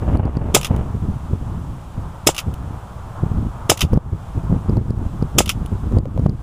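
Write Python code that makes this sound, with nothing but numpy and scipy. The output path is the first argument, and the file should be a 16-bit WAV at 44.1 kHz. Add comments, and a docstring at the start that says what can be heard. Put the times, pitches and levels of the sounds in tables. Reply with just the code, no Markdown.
"""Airsoft shots in the wind

A close airsoft machine pistol fires four single shots at a full plastic bottle on a dirt mound.
Each crack is shaped noise and a ringing gun body that overload the input; the pellet pops on the bottle
about 20 ms later, the action ticks and clacks home, and a spent pellet lands on gravel.
Wind is low-frequency noise in gusts and single pressure swings, with soft knocks of the camera's case
later on, over a far, even rush and hiss made of steady noise."""
import sys
import numpy as np
from scipy import signal
from scipy.fft import rfft, irfft, next_fast_len
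from scipy.io import wavfile
from scipy.ndimage import uniform_filter1d

SR = 44100
rng = np.random.default_rng(int(sys.argv[2]) if len(sys.argv) > 2 else 0)


def transcribe(signal):
    """Save signal, clipped to [-1, 1], as a 16-bit WAV file at the path in sys.argv[1]."""
    frames = np.atleast_2d(signal).T
    limited = np.clip(frames, -1, 1)
    pcm = np.round(limited * 32767).astype(np.int16)
    wavfile.write(sys.argv[1], SR, pcm)


N = 283122

# Breeze between gusts. Each row: time in seconds, level in dB.
BREEZE_LEVEL = [(0, -18.5), (.55, -24), (1.08, -24), (1.22, -28.5), (1.55, -26), (2.25, -35), (2.95, -30),
                (3.15, -33), (4.28, -31.5), (4.6, -24), (5.15, -25.5), (6.2, -23.5), (6.4, -30.5)]
# Gusts of wind. Each row: start in seconds, length in seconds, level in dB.
WIND_GUSTS = [(0, 0.079, -25), (0.117, 0.069, -17.5), (0.231, 0.076, -22), (.41, 0.12, -22.5),
              (0.696, 0.11, -19), (0.93, .035, -19.5), (1.03, .03, -22.5), (1.306, 0.036, -19),
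              (1.69, 0.04, -23.5), (1.961, 0.018, -20.5), (2.461, 0.056, -21), (2.569, 0.18, -26),
              (3.221, 0.044, -16.5), (3.298, .18, -18.5), (3.825, 0.02, -16.5), (3.911, 0.047, -14.5),
              (4.115, 0.036, -23), (4.346, 0.031, -19), (4.43, 0.027, -21), (4.497, .07, -15),
              (4.68, 0.12, -19), (4.876, 0.052, -23), (4.997, 0.058, -19), (5.355, .035, -15.5),
              (5.712, 0.031, -17.5), (5.91, 0.059, -16.5), (6.14, .17, -18.5)]
# Far rush. Each row: time in seconds, level in dB.
FAR_RUSH_LEVEL = [(0, -39.5), (2.1, -40.5), (3.5, -37.5), (5.1, -40), (5.9, -39.5), (6.4, -42)]
# Hard buffets of wind on the microphone. Each row: start in seconds, relative level in dB,
# swing rate in Hz, depth in dB of the background's brief dip (none if zero or negative).
WIND_BUFFETS = [(.147, -12.5, 92, 1.5), (0.1722, -24, 68.5, 11), (0.2536, -8.5, 84.5, 6.5),
                (.3691, -6.5, 109, 7), (1.333, -9.5, 117, 0), (3.234, -7, 123, 0), (3.315, -11, 110, 0),
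                (3.849, -8.5, 81, 4), (3.9311, -4.5, 186, 3), (3.94, -7.5, 114, 2), (3.9731, -2, 156, 10),
                (4.525, -5, 164, -2.5), (4.695, -5, 104, 1.5), (4.7691, -9, 136, 6.5),
                (4.9056, -11, 120, 6), (5.224, -5.5, 150, 2), (5.968, -2, 85, 1), (5.985, -17, 171, 11.5),
                (6.1939, -6.5, 110, 3.5), (6.2603, -1, 136, 9.5), (6.2947, -11.5, 100, 6.5)]
# Shots. Each row: start in seconds, relative crack level in dB, pellet's flight in seconds,
# delay until the bolt is home in seconds, relative clack level in dB, relative bounce level in dB.
GUN_SHOTS = [(0.5466, 2.5, .0187, .0992, -17, -28), (2.2697, 2, .020, 0.11, -17.5, -21.5),
             (3.6968, 1, .0203, 0.11, -13, -13.5), (5.384, 1, 0.021, .1083, -13.5, -24.5)]
# Light contacts of the action in every cycle (latch, slide, settling). Each row: time from bolt home
# in seconds, relative level in dB, bright tick against dull clack in dB.
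ACTION_CONTACTS = [(-.0335, -30, 0.5), (-.0155, -27.5, -6), (.0215, -33.5, -1)]
# Spent pellets landing on gravel. Each row: start in seconds, level in dB.
PELLET_LANDINGS = [(.7630, -37), (2.5395, -37.5), (3.9315, -38), (5.6603, -37)]
# Soft hollow knocks on the camera's case. Each row: start in seconds, relative level in dB.
CASE_KNOCKS = [(3.932, -24.5), (3.973, -24), (4.769, -29), (5.225, -26), (5.921, -29), (5.971, -22.5),
               (5.984, -27.5), (6.054, -29.5), (6.175, -26), (6.262, -16.5)]
# Resonances of the gun's body. Each row: frequency in Hz, width in Hz (55 at least), gain in dB.
GUN_MODES = [(587, 81, 6), (1264, 70, 6), (2233, 20, -3.5), (2610, 78, 1.5), (3384, 80, 2.5), (3600, 80, 2),
             (5113, 59, 3.5), (5070, 63, 3.5), (5400, 60, -10), (6400, 47, -8), (7070, 52, -10.5),
             (7750, 89, -4), (7030, 20, 2.5), (7430, 29, 3), (8350, 78, -1), (9100, 72, -5.5),
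             (10700, 100, -0.5)]

# Noise spectra of each sound. Each row: frequency in Hz, relative density in dB per Hz.
RUMBLE_SPECTRUM = [(12, -3.5), (28, -7), (55, 2.5), (100, 1.5), (160, -5.5), (230, -15), (400, -28),
                   (1000, -73.5)]
FLUTTER_SPECTRUM = [(100, -10), (200, 10), (320, 0), (480, -12), (750, -25), (1400, -30.5), (2800, -45.5),
                    (4000, -57), (9000, -66)]
WHIRL_SPECTRUM = [(200, 2), (450, 9), (800, 5.5), (1300, -4.5), (2000, -16), (2900, -17.5), (3900, -36.5),
                  (9000, -51.5)]
RUSH_SPECTRUM = [(40, 9.5), (200, -5.5), (450, -3), (750, 2.5), (950, 3), (1300, -1.5), (1700, -12.5),
                 (2200, -23.5), (4000, -47), (12000, -59.5)]
HISS_SPECTRUM = [(1200, -4.5), (2200, 0.5), (3300, 1.5), (4300, -5.5), (6000, -5), (7800, -4), (9500, -7.5),
                 (10700, -7), (12000, -14.5), (13500, -10.5), (15000, -12.5)]
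CRACK_SPECTRUM = [(100, -8), (350, 2.5), (800, -3.5), (1050, -24), (1850, -12), (2400, -7.5), (3400, -3.5),
                  (4200, -19), (5100, -5.5), (7300, -6), (8800, -14), (10400, -7), (12000, -26.5),
                  (13600, -11), (15300, -20)]
SCATTER_SPECTRUM = [(150, 8.5), (700, -10.5), (1300, -2), (1800, -12), (2900, -1), (4300, -10.5),
                    (5300, -6.5), (7400, 0), (8300, -6.5), (10500, -9), (12100, -17), (13500, -18),
                    (15300, -17.5)]
CLACK_SPECTRUM = [(200, -12.5), (900, -13), (1300, 4), (1650, -13.5), (2100, -3.5), (2700, 4.5),
                  (3500, 1.5), (4300, -10), (5000, -3), (7000, -5), (8200, -10.5), (11000, -17),
                  (15000, -19)]
TICK_SPECTRUM = [(500, -35), (3000, 9), (4500, -3.5), (6000, -1), (8500, -5.5), (10200, 5.5), (11200, 2.5),
                 (12000, -12), (12900, 3.5), (15000, -5)]

LULL_DB, LULL_RATE_HZ = 3, 7   # greatest chance swing of the breeze, and its rate
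GUST_RISE_S, GUST_FALL_S = 0.016, 0.037
TYPICAL_GUST_DB = -20
FLUTTER_DB, FLUTTER_GROWTH = -30, 1.66   # fine eddies in a typical gust; dB they gain per dB of wind
WHIRL_DB, WHIRL_GROWTH = -33.5, 0.9   # the same for air whirling in the port
# The wind meets the port head-on at first, then turns and whirls less.
HEAD_ON_UNTIL_S, TURN_S, SHELTER_DB = 0.86, 0.058, 17
DIP_DELAY_S, DIP_RECOVERY_DB_PER_S = 0.0025, 39   # the background sinks after a buffet, then creeps back
# Tick against clack as the bolt hits home, and as it bounces once.
HOME_BRIGHT_DB, BOUNCE_S, BOUNCE_BRIGHT_DB = -4, 0.0088, -13
CUTOFF_HZ = 15300


def from_db(db):
    """A level in decibels is twenty times the logarithm of an amplitude ratio."""
    return 10 ** (np.asarray(db) / 20)


def rms_one(x):
    """Division by the root mean square gives a signal unit mean power."""
    return x / np.sqrt(np.mean(x ** 2) + 1e-20)


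def in_time(rows):
    """Linear interpolation turns each column of a curve into a value per sample."""
    s, *columns = np.transpose(rows)
    return [np.interp(np.arange(N) / SR, s, c) for c in columns]


def add(track, s, sound):
    """Superposition: a sound starting at s seconds adds to the pressure already there."""
    start = int(np.clip(round(s * SR), 0, N))
    track[start:start + len(sound)] += sound[:N - start]


def noise(spectrum):
    """Spectral shaping: white noise weighted bin by bin takes on a colour, here at rms 1."""
    hz, db = np.transpose(spectrum)
    size = next_fast_len(N)
    bins = np.fft.rfftfreq(size, 1 / SR) + 1e-3
    gain = from_db(np.interp(np.log(bins), np.log(hz), db))
    gain = gain * np.minimum(2 * bins / hz[0], 1)   # falls away below half the first frequency
    white = rng.standard_normal(size)
    return rms_one(irfft(rfft(white) * gain, size)[:N])


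def drift(rate):
    """White noise through two equal low-pass poles at rate Hz wanders slowly, with rms 1."""
    step = 40   # samples between computed values
    r = np.exp(-2 * np.pi * rate * step / SR)
    white = rng.standard_normal(N // step + 2002)
    slow = signal.lfilter([1], [1, -2 * r, r * r], white)[2000:]   # drop the filter's start-up
    return np.interp(np.arange(N) / step, np.arange(len(slow)), rms_one(slow))


def bursts(rows, rise, hold, t60):
    """Blows (s, dB) swell, hold and decay exponentially; where they overlap, their powers add."""
    t, power = np.arange(SR // 2) / SR, np.zeros(N)
    decay = from_db(-60 * np.maximum(t - hold, 0) / t60)
    shape = np.minimum(t / rise, 1) * decay
    for s, db in rows:
        add(power, s, (from_db(db) * shape) ** 2)
    return np.sqrt(power)


def resonate(x, modes):
    """Modal synthesis: parallel two-pole resonators (Hz, width Hz, dB) sum with alternating signs."""
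    out = 0
    for k, (hz, width, db) in enumerate(modes):
        r = np.exp(-np.pi * max(width, 55) / SR)
        poles = [1, -2 * r * np.cos(2 * np.pi * hz / SR), r * r]
        gain = (-1) ** k * from_db(db) * (1 - r * r) / 2
        out = out + gain * signal.lfilter([1, 0, -1], poles, x + 1e-18)
    return out


def wind_level():
    """Addition of powers: gusts swell over a wavering breeze, hold and die away; returned in dB."""
    t = np.arange(N) / SR
    breeze_db, = in_time(BREEZE_LEVEL)
    power = from_db(breeze_db + LULL_DB * np.tanh(drift(LULL_RATE_HZ))) ** 2
    for s, length, db in WIND_GUSTS:
        corners = [-GUST_RISE_S / 2, GUST_RISE_S / 2, length, length + GUST_FALL_S]
        shape = np.interp(t - s, corners, [0, 1, 1, 0])
        power = power + (from_db(db) * shape) ** 2
    return 10 * np.log10(power)


def gusts():
    """Turbulence at the port: slow pressure lumps, with finer eddies strongest on the biggest lumps."""
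    rumble_db = wind_level()
    excess_db = rumble_db - TYPICAL_GUST_DB
    turned = np.clip((np.arange(N) / SR - HEAD_ON_UNTIL_S) / TURN_S, 0, 1)
    flutter_db = FLUTTER_DB + FLUTTER_GROWTH * excess_db
    whirl_db = WHIRL_DB + WHIRL_GROWTH * excess_db - SHELTER_DB * turned
    lumps = noise(RUMBLE_SPECTRUM)
    lumps = lumps / np.sqrt(uniform_filter1d(lumps ** 2, size=2600) + 1e-6)   # even out over 59 ms
    riding = rms_one(np.abs(lumps) + .5)
    puffs = rms_one(from_db(3.5 * np.tanh(drift(22))))   # the flow comes in short puffs
    flutter = from_db(flutter_db) * noise(FLUTTER_SPECTRUM)
    whirl = from_db(whirl_db) * noise(WHIRL_SPECTRUM)
    return puffs * (from_db(rumble_db) * lumps + riding * (flutter + whirl))


def background():
    """Stationary noise: far rush and fine hiss share a gain that sinks at buffets and creeps back."""
    t, dip_db = np.arange(N) / SR, np.zeros(N)
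    for s, _, _, depth_db in WIND_BUFFETS:
        recovering_db = depth_db - DIP_RECOVERY_DB_PER_S * (t - s)
        dip_db = np.maximum(dip_db, (t > s + DIP_DELAY_S) * recovering_db)
    rush_db, = in_time(FAR_RUSH_LEVEL)
    rush = from_db(rush_db + 1.3 * drift(7.8)) * noise(RUSH_SPECTRUM)
    hiss = from_db(-54.5) * noise(HISS_SPECTRUM)
    return (rush + hiss) * from_db(-dip_db)


def buffets():
    """A passing eddy swings the pressure to and fro; those that dip the background also tick faintly."""
    lead = SR // 40
    t, out = np.arange(-lead, lead) / SR, np.zeros(N)
    for s, db, hz, _ in WIND_BUFFETS:
        cycles = hz * t
        swing = 1.44 * np.sin(2 * np.pi * cycles) * np.exp(-np.abs(cycles) / 0.37)
        snap = 0.54 * np.tanh(t / 0.0005) * np.exp(-(cycles / 0.13) ** 2)
        add(out, s + 0.002155 - lead / SR, from_db(db) * (swing + snap))
    ticking = [(s, -33) for s, _, _, dip_db in WIND_BUFFETS if dip_db > .5]
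    edge = bursts(ticking, rise=0.00081, hold=0.00092, t60=0.0041)
    tick = edge * rng.standard_normal(N)
    return out + from_db(-16) * tick + resonate(tick, [(4690, 480, 9), (9800, 550, -1)])


def cracks():
    """Impulsive radiation: the action moves, the blast rings the body, rough ground scatters it back."""
    shots = [(s, db) for s, db, *_ in GUN_SHOTS]
    early = [(s - .005, db) for s, db in shots]
    release = from_db(-28.0) * bursts(early, rise=0.0013, hold=0.0078, t60=.01)
    blast = from_db(-1.5) * bursts(shots, rise=0.00052, hold=0.0053, t60=0.02)
    scatter = from_db(-19.5) * bursts(shots, rise=0.0068, hold=0.021, t60=0.09)
    strikes = scatter * rng.standard_normal(N)   # the scattered sound carries the body's ring too
    puff = np.zeros(N)
    for s, db in shots:
        add(strikes, s + 0.001, from_db([db + 28.5]))
        add(puff, s - .0025, -from_db(db) * np.hanning(SR // 500))
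    body = resonate(strikes, GUN_MODES)
    thump = resonate(puff, [(244, 110, 1.0)])   # the slug of air from the barrel swings low
    direct = (release + blast) * noise(CRACK_SPECTRUM)
    return direct + scatter * noise(SCATTER_SPECTRUM) + body + thump


def bottle():
    """Impact on a damped shell: the wall dents in and out once, then rings briefly, damped by water."""
    t = np.arange(SR // 8) / SR
    phase = (t - .001) / 0.00055
    dent = (1 - 2 * phase ** 2) * np.exp(-phase ** 2)
    wall = [(310, 55, -3), (540, 43, 0.0), (834, 30, -8.5), (1340, 45, 10.5)]   # (Hz, width Hz, dB)
    pop = from_db(2.0) * dent + resonate(dent, wall)
    out = np.zeros(N)
    for s, _, flight, *_ in GUN_SHOTS:
        add(out, s + flight, pop)
    return out


def action():
    """Contact impacts: latch and bolt knock on the plastic frame, clack, tick and chatter as they seat."""
    contacts = []
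    for s, _, _, home, clack_db, bounce_db in GUN_SHOTS:
        contacts.append((s + home, clack_db, HOME_BRIGHT_DB))
        contacts.append((s + home + BOUNCE_S, bounce_db, BOUNCE_BRIGHT_DB))
        contacts += [(s + home + lag, db, bright) for lag, db, bright in ACTION_CONTACTS]
    knocks = [(s, db) for s, db, bright in contacts]
    ticks = [(s, db + bright) for s, db, bright in contacts]
    chatter = rms_one(from_db(4 * np.tanh(drift(350))))
    clack = chatter * bursts(knocks, rise=0.0014, hold=0.0017, t60=0.03)
    scatter = from_db(-15.0) * bursts(knocks, rise=0.01, hold=0.0095, t60=0.087)
    tick = chatter * bursts(ticks, rise=0.00017, hold=0.00075, t60=0.029)
    strikes = np.zeros(N)
    for s, db in knocks:
        add(strikes, s + 0.00044, from_db([db + 15.5]))
    frame = resonate(strikes, GUN_MODES)
    bolt = resonate(strikes, [(2720, 210, 3.6)])   # the bolt's own short ring
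    dull = from_db(-0.5) * (clack + scatter) * noise(CLACK_SPECTRUM)
    bright_noise = (tick + from_db(-7) * scatter) * noise(TICK_SPECTRUM)
    return dull + bright_noise + frame + bolt


def landings():
    """Impact of a small mass: a light pellet ticks on the stones as a short bright noise burst."""
    return bursts(PELLET_LANDINGS, rise=.0005, hold=0.0014, t60=0.019) * noise(TICK_SPECTRUM)


def case_knocks():
    """Struck resonator: fingers shift on the camera and its case answers with a short hollow ring."""
    case = [(509, 83, 9), (930, 356, -8.5), (2260, 360, -57)]   # (Hz, width Hz, dB)
    rub = bursts(CASE_KNOCKS, rise=0.001, hold=0.0021, t60=0.016)
    touch = rub * rng.standard_normal(N) * from_db(13.5)
    for s, db in CASE_KNOCKS:
        add(touch, s + .002, from_db([db + 37.5]))
    return resonate(touch, case)


def scene():
    """Sum and difference: channels nearly agree, the right a trace louder, with very faint
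    independent noise between them."""
    gun = cracks() + bottle() + action() + landings()
    mono = gun + gusts() + buffets() + case_knocks() + background()
    # fresh noise, shaped like the gusts and background, enters the channels with opposite signs
    side = from_db(-47) * mono + from_db(-42.5) * gusts() + from_db(-41) * background()
    return np.array([mono - side, mono + side])


def record(dry):
    """Saturation: peaks bend smoothly towards a ceiling; a steep low-pass then cuts the top."""
    ceiling = 0.63
    clipped = dry / (1 + (dry / ceiling) ** 6) ** (1 / 6)
    low_pass = signal.ellip(10, .2, 70, CUTOFF_HZ, fs=SR, output="sos")
    return signal.sosfilt(low_pass, clipped)


dry = scene()
out = record(dry)
transcribe(out)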